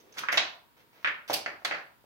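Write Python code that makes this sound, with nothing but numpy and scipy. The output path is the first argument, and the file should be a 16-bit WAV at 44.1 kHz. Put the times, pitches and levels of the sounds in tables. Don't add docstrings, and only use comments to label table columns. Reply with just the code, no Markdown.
import sys
import numpy as np
from scipy import signal
from scipy.fft import rfft, irfft, next_fast_len
from scipy.io import wavfile

SR = 44100
rng = np.random.default_rng(int(sys.argv[2]) if len(sys.argv) > 2 else 0)


def unload_audio(sound):
    columns = np.transpose(np.atleast_2d(sound))
    steps = np.round(np.clip(columns, -1, 1) * 32767)
    wavfile.write(sys.argv[1], SR, steps.astype(np.int16))


N = 90404

# (f/Hz, level/dB)
AIR_TONE = [(15, -9), (25, -0.5), (169, -8.5), (253, -7), (433, -11.5), (684, -19), (762, -26.5),
            (945, -4.5), (1020, -14), (1850, -17.5), (3930, -22), (4750, -23.5), (5880, -29), (9810, -28),
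            (15500, -21)]
AIR_SIDE_TONE = [(60, 5.5), (300, -6.5), (1000, 2), (15000, -0.5)]
# (t/s, length/s, level/dB, low murmur/dB)
FAINT_EVENTS = [(-.02, 0.24, -36, 6.5), (.768, 0.052, -34.5, -5), (0.924, 0.066, -33, -6),
                (.995, 0.068, -32, -24), (1.597, 0.08, -33.5, -12)]
# (f/Hz, level/dB)
RUSTLE_TONE = [(200, -9), (800, -4.5), (2200, -1.5), (3200, -6.5), (5000, -10.5), (6300, -12.5),
               (7500, -32.5), (16000, -14)]
LOW_MURMUR_TONE = [(100, -15), (280, -5.5), (420, 1.5), (620, -5.5), (900, -13.5), (3000, -32)]
# (t/s, length/s, level/dB, swell/dB, low grain/dB, fine hiss/dB, squeak/dB)
SLIDE_EVENTS = [(0, .012, -41.5, 0.5, -3.5, -17.5, -0.5), (0.123, 0.0056, -39.5, -15, -6, -19, 4.5),
                (0.138, 0.079, -33, -8, 1.5, -17, -9), (0.167, 0.015, -25, 10, 6.5, -28, -5),
                (0.183, .011, -11.5, 3.5, -4, -14, -11.5), (0.3196, .010, -12, 10, -4.5, -12, -7),
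                (0.335, .036, -20, -6, -1.5, -8.5, -4), (1.278, 0.015, -22.5, 7, -2.5, -8, -13),
                (1.294, 0.013, -16, 25, -2.5, -18, -6.5), (1.31, 0.014, -22.5, 5, 4, -19, -14),
                (1.33, 0.0064, -7.5, 8, -23, -3, -12), (1.3390, 0.0027, -6.5, -8, -34, -3, -13.5)]
# (f/Hz, level/dB)
RASP_TONE = [(300, -31), (1000, -29), (2500, 1), (3800, 1.5), (4250, -0.5), (4600, -0.5), (5000, 0),
             (6300, -6.5), (7200, -17), (16000, -14)]
LOW_GRAIN_TONE = [(80, -12.5), (200, -8), (350, -4.5), (700, -5.5), (1300, 4), (2400, 1), (4000, -8),
                  (16000, -23)]
HISS_TONE = [(1000, -26), (6000, -16.5), (7500, -5), (9000, -8), (10400, 3), (11700, -8), (12600, 5.5),
             (13800, -13.5), (16000, 0)]
SQUEAK_TONE = [(4500, -31.5), (5700, -3), (6250, -1), (6700, -10), (7200, -30), (16000, -53)]
# (t/s, level/dB, f/Hz, table knock/dB, rim ring/dB)
CLACK_EVENTS = [(.1642, -38, 1900, 5, -17), (.1718, -21, 1670, -16, -13), (.1859, -20.5, 1670, -9.5, -26),
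                (0.2361, -18, 1360, -14, -23.5), (0.2359, -12, 1270, -16, -21),
                (0.2863, -0.5, 1700, -18, -21), (0.3271, -4.5, 1930, -9.5, -21.5),
                (0.334, -11, 1900, -8, -27), (.3425, -8, 1800, -8.5, -37), (1.0460, -2, 1880, -16, -49),
                (1.0580, -5.5, 1870, -23.5, -38.5), (1.0651, -24, 1900, -20, -39),
                (1.0723, -5.5, 1960, -19, -38), (1.0758, -7.5, 1860, -12.5, -36),
                (1.0848, -9.5, 1900, -18, -26), (1.0915, -15, 1900, -17.5, -31),
                (1.4614, -6, 1800, -9, -13), (1.4768, -22.5, 1900, 1.5, -39.5),
                (1.6505, -7.5, 1900, -19, -6.5), (1.6544, -13, 1860, -8.5, -14),
                (1.7113, -6, 1890, -7, -25), (1.7236, -10, 1740, -24, -13), (1.7370, -15, 1900, -5, -27),
                (1.7470, -12.5, 1740, -34, -14), (1.7650, -32, 1770, -7, -5), (1.784, -29.5, 1846, -21, -3)]
# (f/Hz, width/Hz, level/dB)
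RIM_NOTES = [(2400, 108.5, -23), (3780, 160, -5), (4150, 140, 11), (4490, 560, 20.5), (5740, 200, 12),
             (6300, 150, -7), (10500, 650, -20), (12600, 500, -20.5)]
TABLE_NOTES = [(104.5, 25, -15.5), (175.4, 40, -16.5), (317.5, 13.3, -8), (443.5, 196, -8),
               (589.6, 30, 3.5), (674, 209, 2.5), (769, 202, -3), (1246, 300, -24.5)]
# (t/s, level/dB, length/s, table knock/dB, edge tick/dB, rim ring/dB)
CLATTER_EVENTS = [(0.3739, -0.5, 0.0067, -11, -35.5, -14), (1.3400, -17.5, .002, -14, -1, 10.5),
                  (1.648, -12.5, 0.0065, -3, -14, 0.5)]
# (f/Hz, level/dB)
CLATTER_TONE = [(200, -27.5), (430, -22), (600, -7.5), (1000, -7.5), (1600, -5.5), (2400, -0.5), (3100, -2),
                (3900, 1), (4800, -8), (6000, -13), (7300, -20.5), (8500, -39), (16000, -46)]
TICK_TONE = [(500, -18.5), (3000, -35), (6500, -11.5), (8500, 15), (11000, 8), (16000, 6)]
# (t/s, level/dB)
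THUD_EVENTS = [(1.2985, -5), (1.3016, -12), (1.319, -22), (1.6210, -33)]
# (left delay/ms, right delay/ms, level/dB)
WALL_ECHOES = [(1.9, 1.3, -23), (2.8, 2, -19.5), (3.7, 3.6, -16.5), (4.6, 4.4, -14), (6.2, 5.7, -9)]
# (f/Hz, width/Hz, level/dB)
HOLLOW_NOTES = [(294, 9, -10), (585, 14, -1), (686, 9, -3), (722, 9, -3), (1292, 9, -4), (1492, 9, -5),
                (1643, 12, -4), (1749, 10, -2), (1846, 14, -3), (2013, 12, -1), (2224, 14, -4),
                (2543, 12, 2), (2896, 12, -2), (3525, 16, -2), (3779, 14, 0), (4236, 14, -2)]
# (f/Hz, level/dB)
RAIL_TONE = [(250, 0), (900, 5.5), (16000, 2.5)]
# (f/Hz, t/s)
ROOM_FADE_TIMES = [(100, 0.54), (300, 0.42), (800, 0.48), (2000, 0.34), (4500, 0.34), (8000, 0.25),
                   (14000, 0.17)]
# (f/Hz, level/dB)
ROOM_RING_TONE = [(100, 3.5), (500, 0), (2000, 0.5), (5000, -1.5), (12000, 1)]
# (f/Hz, level/dB)
RIGHT_EXTRA = [(300, 1.5), (1500, -0.1), (4000, 2.5), (11000, 3)]

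SPOTS = 5
TICKS_PER_S, TICK_SPREAD_DB = 5000, 8
CLACK_WIDTH, CLACK_TOP_HZ = 0.86, 3130
RATTLE_DB, RATTLE_SWELL_DB = 4.5, 1
LEFT_LATE_S, RIGHT_LEAD_DB = .00016, 2
SCATTER_PEAK_S, HOLLOW_DB = 0.00275, -15
ROOM_DB, ROOM_BUILD_S, SHARED_BASS_HZ = 1, 0.0053, 510
AIR_DB, FELT_TOP_HZ = -66.5, 1900
LOW_CUT_HZ, TOP_HZ = 91, 15850


def undb(db):
    return 10 ** (np.asarray(db) / 20)


def unit(x):
    return x / np.sqrt(np.sum(x ** 2) + 1e-18)


def along(points, hz):
    f, v = np.array(points, float).T
    return np.interp(np.log(np.maximum(hz, 1)), np.log(f), v)


def impulse(size=4096):
    return np.r_[1., np.zeros(size - 1)]


def click(tone, size=1024):
    hz = np.fft.rfftfreq(size, 1 / SR)
    cepstrum = irfft(np.log(undb(along(tone, hz))))
    cepstrum[1:size // 2] *= 2
    cepstrum[size // 2 + 1:] = 0
    return unit(irfft(np.exp(rfft(cepstrum))))


def colour(x, tone):
    hz = np.fft.rfftfreq(len(x), 1 / SR)
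    return irfft(rfft(x) * undb(along(tone, hz)), len(x))


def resonate(x, hz, width):
    return signal.lfilter(*signal.iirpeak(hz, hz / width, fs=SR), x)


def ring(notes, size=4096):
    return unit(sum(undb(db) * resonate(impulse(size), hz, width) for hz, width, db in notes))


def add(out, s, x):
    i = int(max(s, 0) * SR)
    out[..., i:i + x.shape[-1]] += x[..., :max(out.shape[-1] - i, 0)]


def grains(length, swell_db, tone):
    n = max(int(length * SR), 2)
    chance, spot = rng.random((2, SR // 4))[:, :n]
    sign, size = rng.standard_normal((2, SR // 4))[:, :n]
    strength = undb(TICK_SPREAD_DB * size + np.linspace(0, swell_db, n))
    ticks = (chance < TICKS_PER_S / SR) * np.sign(sign) * strength
    by_spot = ticks * (np.floor(spot * SPOTS) == np.arange(SPOTS)[:, None])
    return unit(signal.fftconvolve(by_spot, click(tone)[None], axes=1))


def air():
    common, side = (colour(rng.standard_normal(N), AIR_TONE) for _ in range(2))
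    apart = colour(side, AIR_SIDE_TONE) * np.array([[1], [-1]])
    return undb(AIR_DB) * (common + apart) / common.std()


def low_ring_and_rubs():
    out = np.zeros((SPOTS, N))
    for s, length, db, murmur_db in FAINT_EVENTS:
        rustle = grains(length, 0, RUSTLE_TONE)
        murmur = undb(murmur_db) * grains(length, 0, LOW_MURMUR_TONE)
        add(out, s, undb(db) * (rustle + murmur))
    return out


def slides():
    out = np.zeros((SPOTS, N))
    for s, length, db, swell_db, low_db, hiss_db, squeak_db in SLIDE_EVENTS:
        parts = (RASP_TONE, 0), (LOW_GRAIN_TONE, low_db), (HISS_TONE, hiss_db), (SQUEAK_TONE, squeak_db)
        for tone, part_db in parts:
            add(out, s, undb(db + part_db) * grains(length, swell_db, tone))
    return out


def clacks():
    out, rim, table = np.zeros((SPOTS, N)), ring(RIM_NOTES), knock()
    soften = signal.butter(2, CLACK_TOP_HZ, fs=SR)
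    for k, (s, db, hz, knock_db, rim_db) in enumerate(CLACK_EVENTS):
        width = hz * CLACK_WIDTH
        pop = resonate(resonate(impulse(), hz, width), hz, width)
        for part, part_db in ((pop, 0), (table, knock_db), (rim, rim_db)):
            add(out[k % SPOTS], s, undb(db + part_db) * unit(signal.lfilter(*soften, part)))
    return out


def knock():
    felt = signal.butter(2, FELT_TOP_HZ, fs=SR)
    return unit(signal.lfilter(*felt, ring(TABLE_NOTES)))


def clatters():
    out = np.zeros((SPOTS, N))
    for s, db, length, knock_db, tick_db, rim_db in CLATTER_EVENTS:
        for tone, part_db in ((CLATTER_TONE, 0), (TICK_TONE, tick_db)):
            add(out[0], s, undb(db + part_db) * click(tone))
            add(out, s, undb(db + part_db + RATTLE_DB) * grains(length, RATTLE_SWELL_DB, tone))
        add(out[1], s, undb(db + knock_db) * knock())
        add(out[2], s, undb(db + rim_db) * ring(RIM_NOTES))
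    return out


def thuds():
    out = np.zeros((SPOTS, N))
    for k, (s, db) in enumerate(THUD_EVENTS):
        add(out[k % SPOTS], s, undb(db) * knock())
    return out


def room_ring(t, shared_noise):
    hz = np.fft.rfftfreq(len(t), 1 / SR)
    alike = 1 / (1 + (hz / SHARED_BASS_HZ) ** 4)
    own_noise = rng.standard_normal(len(t))
    spectrum = np.sqrt(alike) * rfft(shared_noise) + np.sqrt(1 - alike) * rfft(own_noise)
    out = np.zeros(len(t))
    for band_hz, fade_s in ROOM_FADE_TIMES:
        band = along([(f, f == band_hz) for f, _ in ROOM_FADE_TIMES], hz)
        out += irfft(spectrum * band, len(t)) * undb(-60 * t / fade_s)
    build_up = 1 - np.exp(-t / ROOM_BUILD_S)
    return unit(colour(out, ROOM_RING_TONE) * build_up)


def echoes(sound):
    t, out = np.arange(2 ** 15) / SR, []
    shared_noise, hollow = rng.standard_normal(len(t)), ring(HOLLOW_NOTES, size=len(t))
    for ear, side in enumerate((-1, 1)):
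        path = np.zeros(len(t))
        add(path, LEFT_LATE_S * (ear == 0), undb([side * RIGHT_LEAD_DB / 2]))
        for *delay_ms, db in WALL_ECHOES:
            add(path, delay_ms[ear] / 1000, undb([db]))
        rail_noise = colour(rng.standard_normal(len(t)), RAIL_TONE)
        scatter = unit(rail_noise * t * np.exp(-t / SCATTER_PEAK_S))
        path += scatter + undb(HOLLOW_DB) * hollow + undb(ROOM_DB) * room_ring(t, shared_noise)
        out.append(signal.fftconvolve(sound, path)[:N])
    return np.array(out)


def facing(x, side):
    padded = np.pad(x, (0, next_fast_len(N + 999, True) - N))
    return colour(padded, [(hz, side * db / 2) for hz, db in RIGHT_EXTRA])[:N]


def scene():
    spots = clacks() + clatters() + thuds() + slides() + low_ring_and_rubs()
    left, right = sum(echoes(spot) for spot in spots)
    return np.array([facing(left, -1), facing(right, 1)]) + air()


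def record(dry):
    low_cut = signal.butter(2, LOW_CUT_HZ, "high", fs=SR, output="sos")
    top_cut = signal.ellip(10, .2, 70, TOP_HZ, fs=SR, output="sos")
    return signal.sosfilt(top_cut, signal.sosfilt(low_cut, dry))


dry = scene()
out = record(dry)
unload_audio(out)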